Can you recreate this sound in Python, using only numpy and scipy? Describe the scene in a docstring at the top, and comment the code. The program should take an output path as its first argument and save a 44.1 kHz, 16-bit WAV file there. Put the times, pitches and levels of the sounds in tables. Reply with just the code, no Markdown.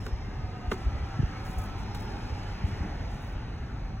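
"""Outdoors, distant traffic rumbles and hums from the start, under a faint high hiss.
Damp bark cloth is swung onto a wooden beam: a light slap, then a heavier one, with the swings
pushing puffs of air at the microphone. The traffic swells, with a faint tyre whine, while the cloth
is dragged, patted and plucked by hand, its fibres rustling and its folds snapping loose.
Near the end a swish sinks in pitch and the tyre noise fades, leaving the rumble."""
import sys
import numpy as np
from scipy import signal
from scipy.fft import rfft, irfft
from scipy.io import wavfile

SR = 44100
rng = np.random.default_rng(int(sys.argv[2]) if len(sys.argv) > 2 else 0)


def dump_mix(stems):
    """Bounce the given channels to the path in sys.argv[1] as a 16-bit WAV at rate SR."""
    frames = np.atleast_2d(stems).T  # one column per channel
    limited = np.clip(frames, -1, 1)  # hard clip at full scale
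    pcm = np.round(limited * 32767).astype(np.int16)
    wavfile.write(sys.argv[1], SR, pcm)


N = 176400
T = np.arange(N) / SR
HZ = np.maximum(np.arange(N // 2 + 1) * SR / N, 1)


def from_db(db):
    """Decibels to gain."""
    return 10 ** (np.asarray(db) / 20)


def rms_one(x):
    """Scale to an rms of one."""
    return x / np.sqrt(np.mean(x ** 2) + 1e-20)


def automation(rows):
    """Join timed breakpoints into one curve per column."""
    times, *columns = np.transpose(rows)
    return [np.interp(T, times, column) for column in columns]


def fader(rows):
    """A gain curve from breakpoints in seconds and dB."""
    return from_db(automation(rows)[0])


def envelope(start, attack, hold, release):
    """Straight rise, hold, exponential fall; times in seconds."""
    rise = np.clip((T - start) / attack, 0, 1)
    return rise * np.exp(-np.clip((T - start - hold) / release, 0, 20))


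def over_hz(points):
    """Join breakpoints along a log frequency axis."""
    hz, value = np.transpose(points)
    return np.interp(np.log(HZ), np.log(hz), value)


def brightened(colour, tilt_db):
    """Tilt an EQ curve about 1 kHz, by tilt_db for each factor of e in frequency."""
    return [(hz, db + tilt_db * np.log(hz / 1000)) for hz, db in colour]


def slow_noise(shape, width_hz):
    """Random drift, rolled off above width_hz."""
    return irfft(rfft(rng.standard_normal(shape)) / (1 + (HZ / width_hz) ** 2), N)


def wavering(hz, width_hz):
    """A band of stereo noise round a steady or moving pitch; rms 1."""
    a, b = slow_noise((2, 2, N), width_hz)
    phase = 2 * np.pi * np.cumsum(hz * np.ones(N)) / SR
    mid, side = a * np.cos(phase) + b * np.sin(phase)
    return rms_one(mid + from_db(-13) * side * [[1], [-1]])


# Stereo image. Each row: frequency in Hz, likeness of left and right from 0 to 1.
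STEREO_LIKENESS = [(60, 1), (100, 1), (160, 1), (250, 0.96), (600, 0.67), (1600, 0.72), (3000, 0.53),
                   (4500, 1), (8000, 1), (16000, 1)]

def coloured(pair, colour):
    """EQ two unrelated signals and blend them as mid and side; rms 1."""
    mid, side = rfft(pair) * from_db(over_hz(colour))
    alike = np.clip(over_hz(STEREO_LIKENESS), 0, .995)
    return rms_one(irfft(np.sqrt(1 + alike) * mid + np.sqrt(1 - alike) * side * [[1], [-1]], N))


def noise(colour):
    """Stereo noise through an EQ curve; rms 1."""
    return coloured(rng.standard_normal((2, N)), colour)


def swirled(x, depth_db=2.5, width_hz=53, duration_s=0.13):
    """Moving air lets narrow parts of a far sound swell and fade on their own; rms 1."""
    hz, times, spectra = signal.stft(x, SR, nperseg=2048)
    swirl = rng.standard_normal(spectra.shape[1:])
    for axis, step in enumerate([hz[1] / width_hz, times[1] / duration_s]):
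        swirl = signal.lfilter([1], [1, -np.exp(-step)], swirl, axis=axis)
    _, out = signal.istft(spectra * from_db(depth_db * rms_one(swirl)), SR, nperseg=2048)
    return rms_one(out[:, :N])


# Rumble EQ. Each row: frequency in Hz, relative level in dB.
RUMBLE_EQ = [(5, -35), (20, -7.5), (46, 4.5), (65, -1.5), (105, -2.5), (150, -8.5), (200, -11.5),
             (270, -18), (400, -26.5), (800, -40.5), (4000, -86)]
# Rumble fader. Each row: time in seconds, level in dB.
RUMBLE_FADER = [(0, -37), (.6, -38.5), (1.4, -37.5), (2.2, -38.5), (2.5, -38.5), (2.8, -34), (3.2, -36),
                (4, -35)]

def traffic_rumble():
    """Far traffic lays down a nearly steady bed of bass."""
    return fader(RUMBLE_FADER) * noise(RUMBLE_EQ)


# Roar EQ. Each row: frequency in Hz, relative level in dB.
ROAR_EQ = [(80, -30), (180, 4.5), (280, 3), (340, -1.5), (415, -1.5), (480, -17.5), (640, -9), (920, -4),
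           (1100, -37.5), (3000, -50.5)]
# Roar fader. Each row: time in seconds, level in dB.
ROAR_FADER = [(0, -50.5), (.6, -48), (1.1, -47.5), (1.5, -48.5), (2.1, -44), (2.5, -50), (2.85, -42.5),
              (3.15, -51.5), (4, -51.5)]
# Hum fader. Each row: time in seconds, level in dB.
HUM_FADER = [(0, -41), (1.4, -46.5), (1.65, -37), (2.3, -40.5), (2.6, -44.5), (4, -58.5)]

def engines():
    """Distant engines give a surging low roar and a wavering hum."""
    roar = fader(ROAR_FADER) * noise(ROAR_EQ)
    hum = fader(HUM_FADER) * wavering(98.5, width_hz=6)
    return roar + hum


# Tyre EQ. Each row: frequency in Hz, relative level in dB.
TYRE_EQ = [(200, -0.5), (400, 0), (560, -0.5), (850, 1.5), (1100, -3), (1800, -5), (2600, -9.5),
           (3300, -14.5), (4500, -15), (6000, -18.5), (7500, -32.5), (10000, -34), (13000, -41),
           (16000, -45)]
# Tyre fader. Each row: time in seconds, level in dB.
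TYRE_FADER = [(0, -47), (.5, -47.5), (.9, -45), (1.3, -43.5), (1.7, -44.5), (2.2, -43.5), (2.6, -44),
              (2.9, -45), (3.2, -46), (3.6, -48), (4, -50.5)]

def tyre_noise():
    """A wash of far tyres swells and fades through moving air."""
    return fader(TYRE_FADER) * swirled(noise(TYRE_EQ))


# Hiss fader. Each row: time in seconds, level in dB.
HISS_FADER = [(0, -58.5), (.6, -80), (1.2, -70), (1.7, -76), (1.9, -61), (2.4, -68), (2.8, -67), (4, -100)]

def high_hiss():
    """A thin hiss, perhaps insects, comes and goes in the distance."""
    return fader(HISS_FADER) * wavering(5340, width_hz=150)


def crackle(per_second=5000, spread_db=3.5):
    """Two dense streams of clicks of uneven size."""
    sizes = from_db(spread_db * np.minimum(rng.exponential(1, (2, N)), 5))
    signs = rng.choice([-1, 1], (2, N))
    return sizes * signs * (rng.random((2, N)) < per_second / SR)


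# Crackle EQ. Each row: frequency in Hz, relative level in dB.
CRACKLE_EQ = [(1000, -14), (3000, -4), (5800, 9.5), (7000, 8.5), (8700, 8.5), (10500, 8), (13000, 2.5),
              (14500, 4), (16000, 11.5)]
# Cloth strokes. Each row: start in seconds, hold in seconds, level in dB, treble tilt in dB.
STROKES = [(-0.007, 0.077, -61, -8), (0.664, 0.16, -63, -18.5), (0.696, 0.03, -51.5, -7),
           (0.794, 0.04, -67, -17), (1.353, 0.08, -68, -3), (1.425, 0.11, -56.5, -1),
           (1.559, 0.093, -54, 7), (1.65, .045, -66, 2), (1.758, 0.06, -61, -10), (1.935, 0.096, -58.5, -1),
           (2.06, 0.46, -56, -20), (2.634, .045, -59, -11), (2.7, 0.13, -60, -17),
           (3.082, 0.088, -63.5, -10), (3.186, 0.14, -65, 1)]

def rustle(catch_db=2.6, catch_hz=55):
    """Fibres slip in dense clicks, which clump as the sliding cloth catches and lets go."""
    clumps = crackle() * from_db(catch_db * rms_one(slow_noise(N, catch_hz)))
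    out = np.zeros((2, N))
    for start, hold, db, tilt_db in STROKES:
        fibres = coloured(clumps, brightened(CRACKLE_EQ, tilt_db))
        out += from_db(db) * envelope(start, attack=.03, hold=hold, release=.03) * fibres
    return out


# Slap EQ. Each row: frequency in Hz, relative level in dB.
SLAP_EQ = [(150, -0.5), (420, 7), (750, -12), (1150, 1.5), (1500, -1.5), (2100, -14), (2700, -10.5),
           (4500, -15.5), (7000, -25), (11000, -31.5), (16000, -33)]
# Cloth landings. Each row: start in seconds, hold in seconds, slap level in dB,
# knock level in dB, treble tilt in dB.
LANDINGS = [(0.0645, 0.001, -33.5, -33, 1), (0.069, 0.006, -42, -50, -4), (0.7142, 0.003, -29, -27, 0),
            (0.7172, 0.0055, -26, -18.5, -1.8), (0.738, 0.004, -42, -33, -3), (1.946, 0.008, -43, -55, 6)]

def slaps():
    """Damp cloth lands with a short splat, then its folds settle more softly."""
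    out = np.zeros((2, N))
    for start, hold, db, _, tilt_db in LANDINGS:
        splat = envelope(start, attack=.001, hold=hold, release=.003)
        settle = from_db(-16) * envelope(start, attack=.02, hold=.02, release=.02)
        out += from_db(db) * (splat + settle) * noise(brightened(SLAP_EQ, tilt_db))
    return out


# Beam modes. Each row: frequency in Hz, relative level in dB, seconds to fall by 60 dB.
BEAM_MODES = [(238, -8.5, 0.089), (371, -12.5, 0.16), (426, -3, 0.033), (880, -19, 0.064),
              (1085, -16.5, 0.049), (1515, -12.5, 0.036), (2100, -16, 0.045), (2840, -31, 0.04)]

def beam_knocks():
    """Each landing rings the wooden beam briefly, damped under the cloth."""
    blows, out = np.zeros(N), np.zeros(N)
    for start, _, _, knock_db, _ in LANDINGS:
        blows[int(start * SR)] += from_db(knock_db)
    for k, (hz, db, t60) in enumerate(BEAM_MODES):
        decay, step = np.exp(-np.log(1000) / (t60 * SR)), 2 * np.pi * hz / SR
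        ring = signal.lfilter([0, np.sin(step)], [1, -2 * decay * np.cos(step), decay ** 2], blows + 1e-18)
        out += (-1) ** k * from_db(db) * ring
    return out


# Short bright ticks. Each row: start in seconds, hold in seconds, level in dB.
TICKS = [(0.0649, 0.0012, -47.5), (.847, 0.004, -62), (1.5835, 0.005, -44), (1.602, 0.003, -54),
         (1.615, 0.006, -53), (1.637, 0.005, -53), (1.658, 0.004, -55), (1.9455, 0.004, -49),
         (2.02, 0.003, -60), (3.01, 0.002, -64)]

def bright_ticks():
    """Tight bursts of crackle: one faint lone treble tick at 0.85 s, the others cloth folds snapping."""
    bursts = sum(from_db(db) * envelope(start, attack=.0007, hold=hold, release=.002)
                 for start, hold, db in TICKS)
    return bursts * coloured(crackle(), CRACKLE_EQ)


# Puffs and soft bumps at the microphone. Each row: centre in seconds, peak in dB, pitch in Hz.
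AIR_PUFFS = [(0.137, -23.5, 59.6), (.287, -32, 210), (0.394, -25.5, 111), (0.445, -24, 70),
             (0.691, -22.5, 62), (.726, -30, 225), (.739, -29.5, 99), (0.875, -17, 57), (.955, -23.5, 72.5),
             (1.012, -33, 95), (1.04, -24, 77), (1.172, -25.5, 104), (1.195, -22.5, 219),
             (1.203, -15.5, 123), (1.231, -28, 300), (1.236, -19.5, 129), (1.246, -19.5, 56.7),
             (1.5, -31, 198), (1.585, -22, 59), (2.33, -22.5, 86), (2.641, -23, 143), (2.651, -17, 74),
             (2.732, -23.5, 95), (2.807, -31, 200), (2.817, -20.5, 81), (2.835, -30.5, 255),
             (3.016, -28.5, 85), (3.046, -27, 79), (3.901, -28.5, 98)]

def air_puffs(half_width_cycles=0.76):
    """Each puff is one or two slow swings of pressure, with turbulence that differs between the ports."""
    eddies = from_db(-19.5) * noise(RUMBLE_EQ)[0] * [[1], [-1]]
    out = np.zeros((2, N))
    for centre, db, hz in AIR_PUFFS:
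        cycles = (T - centre) * hz
        swell = np.exp(-np.minimum((cycles / half_width_cycles) ** 2, 20))
        out += from_db(db) * swell * (np.cos(2 * np.pi * cycles) + eddies)
    return out


# Whine automation. Each row: time in seconds, pitch in Hz, level in dB.
WHINE_PATH = [(0, 738, -74), (.45, 738, -53.5), (.68, 730, -49.5), (.85, 790, -56), (1.25, 780, -53.5),
              (1.62, 748, -51), (1.8, 800, -57), (2.1, 828, -57), (2.8, 783, -68), (4, 767, -60)]

def tyre_whine():
    """Far tyres sing a faint wandering note with a weaker one above it."""
    hz, db = automation(WHINE_PATH)
    lower = wavering(hz, width_hz=11)
    upper = from_db(-3) * wavering(1.7 * hz, width_hz=11)
    return from_db(db) * (lower + upper)


# Swish automation. Each row: time in seconds, band centre in Hz, level in dB.
SWISH_PATH = [(0, 2700, -82), (1.9, 2620, -72), (2.5, 2295, -58), (2.85, 1625, -50), (3.3, 1409, -64.5),
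              (4, 1316, -57.5)]

def tyre_swish():
    """A broad swish rises out of the tyre noise and sinks in pitch."""
    hz, db = automation(SWISH_PATH)
    return from_db(db) * swirled(wavering(hz, width_hz=660))


def scene():
    """The cloth close by, the traffic and the hiss far away."""
    close = slaps() + beam_knocks() + rustle() + bright_ticks() + air_puffs()
    traffic = traffic_rumble() + engines() + tyre_noise() + tyre_whine() + tyre_swish()
    return close + traffic + high_hiss()


# Phase between the microphone's ports. Each row: frequency in Hz, lead of the left in radians.
PORT_LEAD = [(0, 0), (1120, -.3), (2000, .4), (3900, 1.9), (4900, 3.2), (7000, 6.3), (9100, 9.4),
             (11200, 12.6), (13300, 15.7), (16000, 19.6)]

def record(dry, cutoff_hz=15700):
    """The two ports hear the treble out of step; the top is cut steeply."""
    hz = np.arange(N + 1) * SR / (2 * N)
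    lead = np.interp(hz, *np.transpose(PORT_LEAD))
    ports = np.exp(.5j * lead * [[1], [-1]])
    low_pass = 1 / np.sqrt(1 + (hz / cutoff_hz) ** 200)
    edge_fade = np.clip(np.minimum(T, T[::-1]) / .003, 0, 1)
    return irfft(rfft(dry * edge_fade, 2 * N) * ports * low_pass)[:, :N]


dry = scene()
out = record(dry)
dump_mix(out)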